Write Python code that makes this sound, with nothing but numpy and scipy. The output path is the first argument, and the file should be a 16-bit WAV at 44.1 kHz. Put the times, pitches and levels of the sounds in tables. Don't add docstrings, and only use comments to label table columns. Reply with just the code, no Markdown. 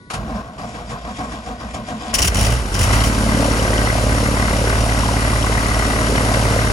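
import sys
import numpy as np
from scipy import signal
from scipy.fft import rfft, irfft, next_fast_len
from scipy.io import wavfile
from scipy.ndimage import uniform_filter1d

SR = 44100
rng = np.random.default_rng(int(sys.argv[2]) if len(sys.argv) > 2 else 0)


def dump_mix(stems):
    frames = np.atleast_2d(stems).T
    limited = np.clip(frames, -1, 1)
    pcm = np.round(limited * 32767).astype(np.int16)
    wavfile.write(sys.argv[1], SR, pcm)


N = 296352
T = np.arange(N) / SR

# start in seconds, peak in dB, pitch in Hz.
HARD_SLAPS = [(3.235, -14, 549), (3.263, -13, 603), (3.369, -13, 536), (3.397, -12, 544), (3.426, -10, 622),
              (3.454, -11, 622), (3.483, -10, 544), (3.593, -14, 514), (3.62, -13, 568), (3.704, -12, 533),
              (3.84, -12, 552), (3.927, -12, 641), (3.953, -11, 643), (3.983, -12, 641), (4.01, -13, 595),
              (4.038, -11, 544), (4.066, -12, 608), (4.149, -13, 536), (4.202, -15, 546), (4.228, -13, 474),
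              (4.287, -11, 546), (4.311, -14, 415), (4.339, -13, 487), (4.529, -14, 560), (4.559, -13, 611),
              (4.587, -13, 541), (4.615, -12, 549), (4.641, -13, 501), (4.809, -15, 619), (4.836, -13, 627),
              (4.863, -12, 692), (5.034, -11, 1030), (5.089, -11, 991), (5.11, -14, 554), (5.14, -14, 735),
              (5.331, -14, 1110), (5.412, -14, 611), (5.442, -13, 1100), (5.496, -12, 444),
              (5.766, -13, 665), (5.876, -13, 565), (6.095, -11, 423), (6.123, -11, 431), (6.233, -14, 552),
              (6.261, -13, 732), (6.315, -11, 721), (6.37, -12, 525), (6.399, -12, 703), (6.425, -12, 565),
              (6.563, -10, 554)]


def undb(db):
    return 10 ** (np.asarray(db) / 20)


def unit(x):
    return x / np.sqrt(np.mean(x ** 2))


def noise():
    return rng.standard_normal((2, N))


def direct(x):
    return np.array([x, 0 * x])


def with_echo(x, delay_s=.016):
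    return np.array([x, np.interp(T - delay_s, T, x)])


def lowpass(x, hz, poles):
    return signal.sosfilt(signal.butter(poles, hz, fs=SR, output="sos"), x)


def colour(x, points):
    hz, db = np.transpose(points)
    curve_db = np.interp(np.log(np.arange(4097) * SR / 8192 + 1), np.log(hz), db)
    cepstrum = irfft(np.log(undb(curve_db)))
    cepstrum[1:4096] *= 2
    impulse = irfft(np.exp(rfft(cepstrum[:4097], 8192)))
    return signal.fftconvolve(x, impulse[None], axes=1)[:, :N]


def ring(x, modes):
    return sum((-1) ** k * undb(db) * signal.lfilter(*signal.iirpeak(hz, hz / width, SR), x)
               for k, (hz, width, db) in enumerate(modes))


def wander(rate):
    count = int(T[-1] * rate) + 2
    return np.interp(T, np.arange(count) / rate, rng.standard_normal(count))


def flicker(rate, db):
    return undb(db * wander(rate))


def burst(start, db, t60_s, rise_s):
    age = np.maximum(T - start, 0)
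    return undb(db - 60 * age / t60_s) * (1 - np.exp(-age / rise_s))


def beats(count, scatter_db):
    beat = np.floor(count).astype(int) + 1
    size = undb(scatter_db * rng.standard_normal(beat.max() + 1))[beat]
    return size * np.diff(beat, prepend=beat[0]), count % 1, size


def airfield():
    # frequency in Hz, relative level in dB.
    air_eq = [(18, -65), (30, 1), (266, -1), (1320, -32), (1970, -16), (2730, -36), (3600, -22.5),
              (6910, -35), (8660, -34), (9580, -26), (12000, -50), (15600, -92), (22000, -120)]
    return undb(-43) * unit(colour(noise(), air_eq))


def fuel_pump():
    # pitch in Hz, relative level in dB.
    partials = [(979.8, -63), (1125, -63), (1470, -59), (1960, -59.5)]
    return direct(sum(undb(db + 9) * np.sin(2 * np.pi * (hz * T + rng.random())) for hz, db in partials))


def clacks():
    # start in seconds, level in dB.
    knocks = [(0.099, -15.5), (0.1335, -14.5), (0.590, -34), (0.8999, -30), (1.186, -35), (1.3179, -30)]
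    # frequency in Hz, relative level in dB.
    knock_eq = [(300, -7), (1000, 3), (2500, -5.5), (6000, -11.5), (10000, -13), (12000, -22), (15000, -38)]
    envelope = sum(burst(start, db, t60_s=.11, rise_s=.0089) for start, db in knocks)
    return envelope * unit(colour(noise(), knock_eq))


def gear_hum(phase):
    fast_hz, slow_hz, bloom_db = 304, 222.2, 8
    mesh_hz = fast_hz + (slow_hz - fast_hz) / (1 + np.exp((.3 - phase) / .043))
    angle = 2 * np.pi * np.cumsum(mesh_hz) / SR
    drift = lowpass(noise(), hz=20.3, poles=2)
    bloom = undb(bloom_db * np.exp(-((phase - .58) / .28) ** 2))
    return direct(bloom * unit(drift[0] * np.cos(angle) + drift[1] * np.sin(angle)))


def gear_clatter(phase, cranking):
    # pitch in Hz, width in Hz, gain in dB.
    case_modes = [(476, 32, -3), (623, 32, -2), (637, 103, -2.5), (725, 42, 4), (1000, 92, -7.5),
                  (1078, 73, -1), (1264, 96, -10), (1552, 75, -7)]
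    pinion_modes = [(1885, 130, 2.5), (2340, 380, -4.5), (3280, 490, -4.5), (4870, 55, -1.5),
                    (5520, 260, -7), (7200, 1900, -13), (9750, 850, -19)]
    teeth = flicker(400, 1.6) * flicker(36.5, .39)
    case, pinion = (sum(flicker(16, 1.7) * ring(teeth * noise(), [mode]) for mode in modes)
                    for modes in (case_modes, pinion_modes))
    read_at = np.cumsum(1 + .057 * cranking * (.5 - phase))
    whine = unit(np.array([np.interp(read_at, np.arange(N), row) for row in case]))
    rasp = flicker(29.94, 1.8) * unit(lowpass(pinion, hz=11000, poles=6))
    return whine, rasp


def starter(off_s=2.2):
    # start in seconds, level in dB, relative sag in dB, rise in seconds, treble lift in dB.
    strokes = [(0.129, -22.5, 2.5, 0.0054, -2), (0.268, -21, 0.5, 0.043, -4), (0.413, -29, 2, 0.0051, -4.5),
               (0.577, -22.5, 5, 0.0047, 2.5), (0.738, -23, 5, 0.0056, 1), (0.893, -21.5, 6.5, 0.0044, 3),
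               (1.043, -22, 6, 0.0075, 3), (1.183, -21, 4, 0.0021, -1), (1.315, -23, 5, 0.0045, 2),
               (1.459, -22, 6, 0.0036, 1), (1.596, -23, 5, 0.007, 1.5), (1.735, -21.5, 6, 0.0045, 3.5),
               (1.878, -20.5, 5, 0.0053, 1), (2.008, -23, 1.5, 0.0034, 2.5)]
    # pitch in Hz, width in Hz, gain in dB.
    airframe_modes = [(56.7, 10.4, 3.5), (115, 12, -1), (159, 92, -9.5), (228.6, 12, -4)]
    start, db, sag, rise, bright = np.transpose(strokes)
    count = len(start)
    place = np.interp(T, np.append(start, off_s), np.arange(count + 1), left=-1)
    k, phase = np.clip(place.astype(int), 0, count - 1), place % 1
    cranking = (place >= 0) & (place < count)

    def envelope(lift_db, depth, droop):
        peak = db + lift_db
        last_end = np.roll(peak - depth * sag * droop[-1], 1)
        climb = (last_end - peak)[k] * np.exp(-np.abs(T - start[k]) / rise[k])
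        return uniform_filter1d(cranking * undb(peak[k] + climb - depth * sag[k] * droop[:-1]), size=200)

    span = np.append(phase, 1)
    late_droop = 1 / (1 + np.exp((.6 - span) / .077))
    early_droop = np.sin(2.4 * span)
    sluggish_db = 4.5 * np.exp((start[0] - start) / .33)
    first_bass_db = 6.5 * (start == start[0])
    hum_db = -14.5 - .61 * sluggish_db + 3.2 * rng.standard_normal(count)
    hum = envelope(hum_db, 1.3, late_droop) * gear_hum(phase)
    rocking = envelope(-7.5 + first_bass_db, 1, late_droop) * unit(ring(noise(), airframe_modes))
    whine, rasp = gear_clatter(phase, cranking)
    return (hum + rocking + envelope(-6.5, 1.6, late_droop) * whine
            + envelope(-13.5 - sluggish_db + bright, 1.43, early_droop) * rasp)


def crank_order(k, db, angle):
    rebound_rad, late_rad = .45, .22
    in_step = k % 3 == 0 or (k % 2 == 0 and k > 7)
    offset = rebound_rad if in_step else -k * late_rad
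    slip = .035 * wander(2.5)
    waver = flicker(9, 1 if k == 3 else 1.6)
    return -undb(db) * waver * np.cos(k * (angle + slip) + offset)


def drone(turns, thump, upper_lift, growl, buzz):
    # multiple of the crank rate, level within its band in dB.
    orders = [(1, -24), (2, -1.5), (3, 9.5), (4, -1), (5, -9.5), (6, -5), (7, -14), (8, -16), (9, -16),
              (10, -10), (11, -26), (12, -6), (13, -17), (14, -11), (15, -12.5), (16, -8.5), (17, -54),
              (18, -21.5), (19, -38), (20, -18), (21, -58), (22, -13.5), (23, -55), (24, -20.5), (25, -37),
              (26, -14.5), (27, -39), (28, -32), (29, -18), (30, -16.5), (31, -58), (32, -24.5), (33, -44),
              (34, -14.5)]
    _, _, size = beats(3 * turns, scatter_db=.99)
    angle = 2 * np.pi * (turns - .86)
    deep, upper, middle, high = (unit(sum(crank_order(k, db, angle) for k, db in band))
                                 for band in (orders[:4], orders[4:8], orders[8:17], orders[17:]))
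    low = undb(-3) * deep + undb(-3.5) * upper_lift * upper
    tone = thump * low + undb(-1.5) * growl * middle + undb(-4) * buzz * high
    return with_echo(uniform_filter1d(size, size=200) * tone)


def propeller(turns, level, ring_lift):
    # frequency in Hz, relative level in dB.
    wash_eq = [(30, 3.5), (90, 2.5), (280, -8.5), (350, -20.5), (620, 0), (830, -10), (1050, -2.5),
               (1700, -9), (2000, 3), (3000, -44.5), (4000, -49)]
    # pitch in Hz, width in Hz, gain in dB.
    slap_modes = [(540, 320, 4), (676, 51, 16), (685, 38, 8), (1100, 92, -14), (1547, 86, 14.5),
                  (2140, 160, -15)]
    pulses, phase, size = beats(2 * turns - .66, scatter_db=.8)
    sweep = size * np.exp(-((phase + .5) % 1 - .55) ** 2 / .022)
    wash = unit(colour((.5 + sweep) * flicker(14, .99) * noise(), wash_eq))
    wash /= ring_lift ** .34
    torn_air = sweep ** 2 * noise()
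    crack = unit(sum(flicker(18, 3.5) * ring(torn_air, [mode]) for mode in slap_modes))
    tone = undb(-8.5) * level * ring_lift * unit(ring(-pulses, slap_modes))
    return with_echo(tone) + level * (undb(2.5) * wash + undb(-7) * crack)


def gas_and_valves(turns):
    # frequency in Hz, relative level in dB.
    gas_eq = [(1200, 5), (2300, -2.5), (3050, -4.5), (3700, -7), (5500, -5), (6500, -8), (8500, -6),
              (10000, -6.5), (12000, -13), (13500, -21), (15000, -27), (15400, -46)]
    # pitch in Hz, width in Hz, gain in dB.
    valve_modes = [(2390, 88, -17), (3026, 300, 5), (5700, 330, 3)]
    _, phase, size = beats(3 * turns - .68, scatter_db=3)
    puff = size * np.exp(-phase / .4) * np.minimum(phase / .029, 1)
    gas = unit(colour((2 + puff) * flicker(16, .067) * noise(), gas_eq))
    rattle = unit(ring((1.6 + puff) * flicker(150, 5.1) * noise(), valve_modes))
    return undb(7.5) * gas + undb(-6) * rattle


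def slap_ducking(depth=.6, width_s=.012):
    dips = sum(np.exp(-((T - start) / width_s - .4) ** 2) for start, *_ in HARD_SLAPS)
    return 1 - depth * np.minimum(dips, 1)


def engine():
    # time in seconds, crank speed in turns per second.
    speed = [(2.1, 5.46), (2.22, 10.82), (2.32, 14.21), (2.38, 16.77), (2.47, 17.96), (2.58, 21.2),
             (2.63, 16.87), (2.73, 14.41), (2.78, 17.95), (2.83, 14.42), (2.9, 17.47), (3.05, 18.7),
             (3.2, 17.92), (3.3, 17.95), (3.42, 18.2), (3.62, 18.15), (3.85, 17.88), (4.15, 18.12),
             (4.5, 18.2), (5.7, 18.27), (6.72, 18.25)]
    # time in seconds, then firing strength, propeller load and growl in dB against idle.
    effort = [(2.133, -12, -6, -20), (2.2, 1.5, -4, -2), (2.27, -1.5, -4.5, 5.5), (2.32, -6.5, -6.5, -6),
              (2.36, 3, -6.5, 4), (2.5, 2, -3, -0.5), (2.599, 0, -11, -7), (2.65, -3, -9.5, -2),
              (2.72, -1.5, -11, -10), (2.77, 0, -5.5, 1), (2.94, 5, 1, 3.5), (3.12, 2, -5, 5.5),
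              (3.4, 2, 0, 6.5), (3.75, 2, -1.5, 0), (4.0, 1.5, -1, 4), (4.5, 1.5, -1, 3),
              (4.8, 2.5, -2.5, 1), (5.05, 2, -2.5, 3.5), (5.7, 2, -1.5, 0.5), (6.05, 2, -1, 4),
              (6.35, 2.5, 1.5, 4), (6.72, 1.5, -2, 1)]
    # time in seconds, lift of the upper thump in dB, lift of the blades' ring in dB.
    overtones = [(2.3, -2.5, 1.5), (2.5, 1, 1.5), (2.62, -8, 4), (2.72, -5, 5), (2.79, 5, 2.5),
                 (2.9, 2, -5), (3.2, -3, 6), (3.45, 0, 0), (3.7, -3.5, 5), (4.0, 0.5, 0), (4.3, -0.5, -2),
                 (4.7, -1, 2.5), (5.5, -2, -2.5), (6.1, -2.5, 0.5), (6.5, 1.5, 0.5), (6.72, 1, 2.5)]
    turns = .6 + np.cumsum(np.interp(T, *np.transpose(speed), left=0)) / SR
    times, *curves = np.transpose(effort)
    firing_db, load_db, growl_db = (np.interp(T, times, db, left=-200) for db in curves)
    times, *curves = np.transpose(overtones)
    upper_lift, ring_lift = (undb(np.interp(T, times, db)) for db in curves)
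    thump = undb(-18.5 + firing_db)
    growl = undb(-25.5 + growl_db) * flicker(5.6, 1.5)
    slap = undb(-24.5 + load_db) * flicker(6, .4) * slap_ducking()
    hiss = undb(-29 + .9 * firing_db + .35 * load_db)
    return (propeller(turns, slap, ring_lift) + hiss * gas_and_valves(turns)
            + drone(turns, thump, upper_lift, growl, buzz=slap * ring_lift))


def spits(rise_s=.004):
    # start in seconds, relative level in dB, seconds to fall by 60 dB.
    firings = [(2.139, -2, .08), (2.183, -5.5, .07), (2.218, -6, .1), (2.246, -4, .05), (2.2725, -6, .05),
               (2.344, -10, .07), (2.366, -12, .08), (2.389, -7.5, .035), (2.409, -8.5, .055),
               (2.429, -10.5, .05), (2.447, -14, .06), (2.464, -13, .05), (2.501, -17, .08),
               (2.52, -18, .08), (2.739, -16, .2), (2.789, -14, .15), (2.809, -17, .15), (2.8294, -18, .2),
               (2.927, -18, .3), (3.0355, -16, .3)]
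    # pitch in Hz, width in Hz, gain in dB.
    metal_modes = [(2040, 570, 1), (2600, 390, 1.5), (3050, 185, 8), (4880, 200, 2.5), (5630, 440, 5.5),
                   (7450, 1900, -0.5), (9650, 2100, -1.5), (13500, 2000, -27)]
    cracks = sum(burst(start, db, t60_s, rise_s) for start, db, t60_s in firings)
    tails = sum(burst(start, db - 13.5, .14, rise_s) for start, db, _ in firings)
    hiss = unit(sum(flicker(40, 1.4) * ring(noise(), [mode]) for mode in metal_modes))
    return undb(-5) * (cracks + tails) * flicker(250, 2.5) * hiss


def booms():
    # time of the deepest pressure dip in seconds, its level in dB.
    firings = [(2.161, -21), (2.203, -9.5), (2.237, -16), (2.261, -12.5), (2.288, -8.5), (2.364, -21),
               (2.424, -20), (2.480, -19), (2.532, -16), (2.614, -26), (2.742, -21), (2.802, -23),
               (2.823, -21)]
    # pitch in Hz, width in Hz, gain in dB.
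    pipe_modes = [(59.2, 28, 0), (99, 50, -4), (189, 120, -8)]
    times, db = np.transpose(firings)
    boom = ring(ring(signal.unit_impulse(6000), pipe_modes), pipe_modes[:1])
    slugs = np.zeros(N)
    slugs[(times * SR).astype(int) - np.argmin(boom)] = undb(db)
    return direct(signal.fftconvolve(slugs, boom / -boom.min())[:N])


def hard_slaps(width_hz=140, length=2000):
    track = np.zeros(N + length)
    for start, db, hz in HARD_SLAPS:
        mode = [(hz, width_hz, 0)]
        click = ring(signal.unit_impulse(length), mode)
        slap = ring(click, mode) + .3 * click
        track[int(start * SR):][:length] -= undb(db) * slap / np.abs(slap).max()
    return direct(track[:N])


def scene():
    # frequency in Hz, likeness of the channels from 0 to 1, left minus right in dB.
    stereo_image = [(60, .99, -1.5), (150, .97, -2), (300, .975, -.5), (700, .95, 1.3), (1100, .85, 2.6),
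                    (1500, .55, 3.5), (2200, .78, 2), (3000, .72, 3), (3700, .45, 5.5), (5500, .5, 4.5),
                    (6500, .7, 0), (8000, .86, 0), (12000, .9, 0)]
    # frequency in Hz, phase lead of the left channel in half cycles.
    left_lead = [(0, 0), (900, .3), (1450, .52), (1750, .95), (2050, 1.3), (3500, 2.9), (3800, 3.8),
                 (5800, 4.1), (6800, 4), (8400, 3), (9600, 2), (10500, 2), (11450, 1), (12650, 1),
                 (13300, 0), (16000, 0)]
    mix = engine() + hard_slaps() + spits() + booms() + starter() + clacks() + airfield() + fuel_pump()
    size = 2 * (next_fast_len(N + 8192) // 2)
    left, scattered = rfft(mix, size)
    hz = np.arange(len(left)) * SR / size
    image_hz, *curves = np.transpose(stereo_image)
    likeness, pan_db = (np.interp(np.log(hz + 1), np.log(image_hz), curve) for curve in curves)
    lag = np.exp(-1j * np.pi * np.interp(hz, *np.transpose(left_lead)))
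    right = (likeness * left + np.sqrt(1 - likeness ** 2) * scattered) * lag
    return irfft(np.array([left * undb(pan_db / 2), right * undb(-pan_db / 2)]), size)[:, :N]


def record(dry, bass_hz=33, top_hz=15789):
    thinned = signal.sosfiltfilt(signal.butter(2, bass_hz, "high", fs=SR, output="sos"), dry)
    rounded = np.tanh(.75 * thinned) / .85
    return signal.sosfilt(signal.ellip(10, .2, 80, top_hz, fs=SR, output="sos"), rounded)


dry = scene()
out = record(dry)
dump_mix(out)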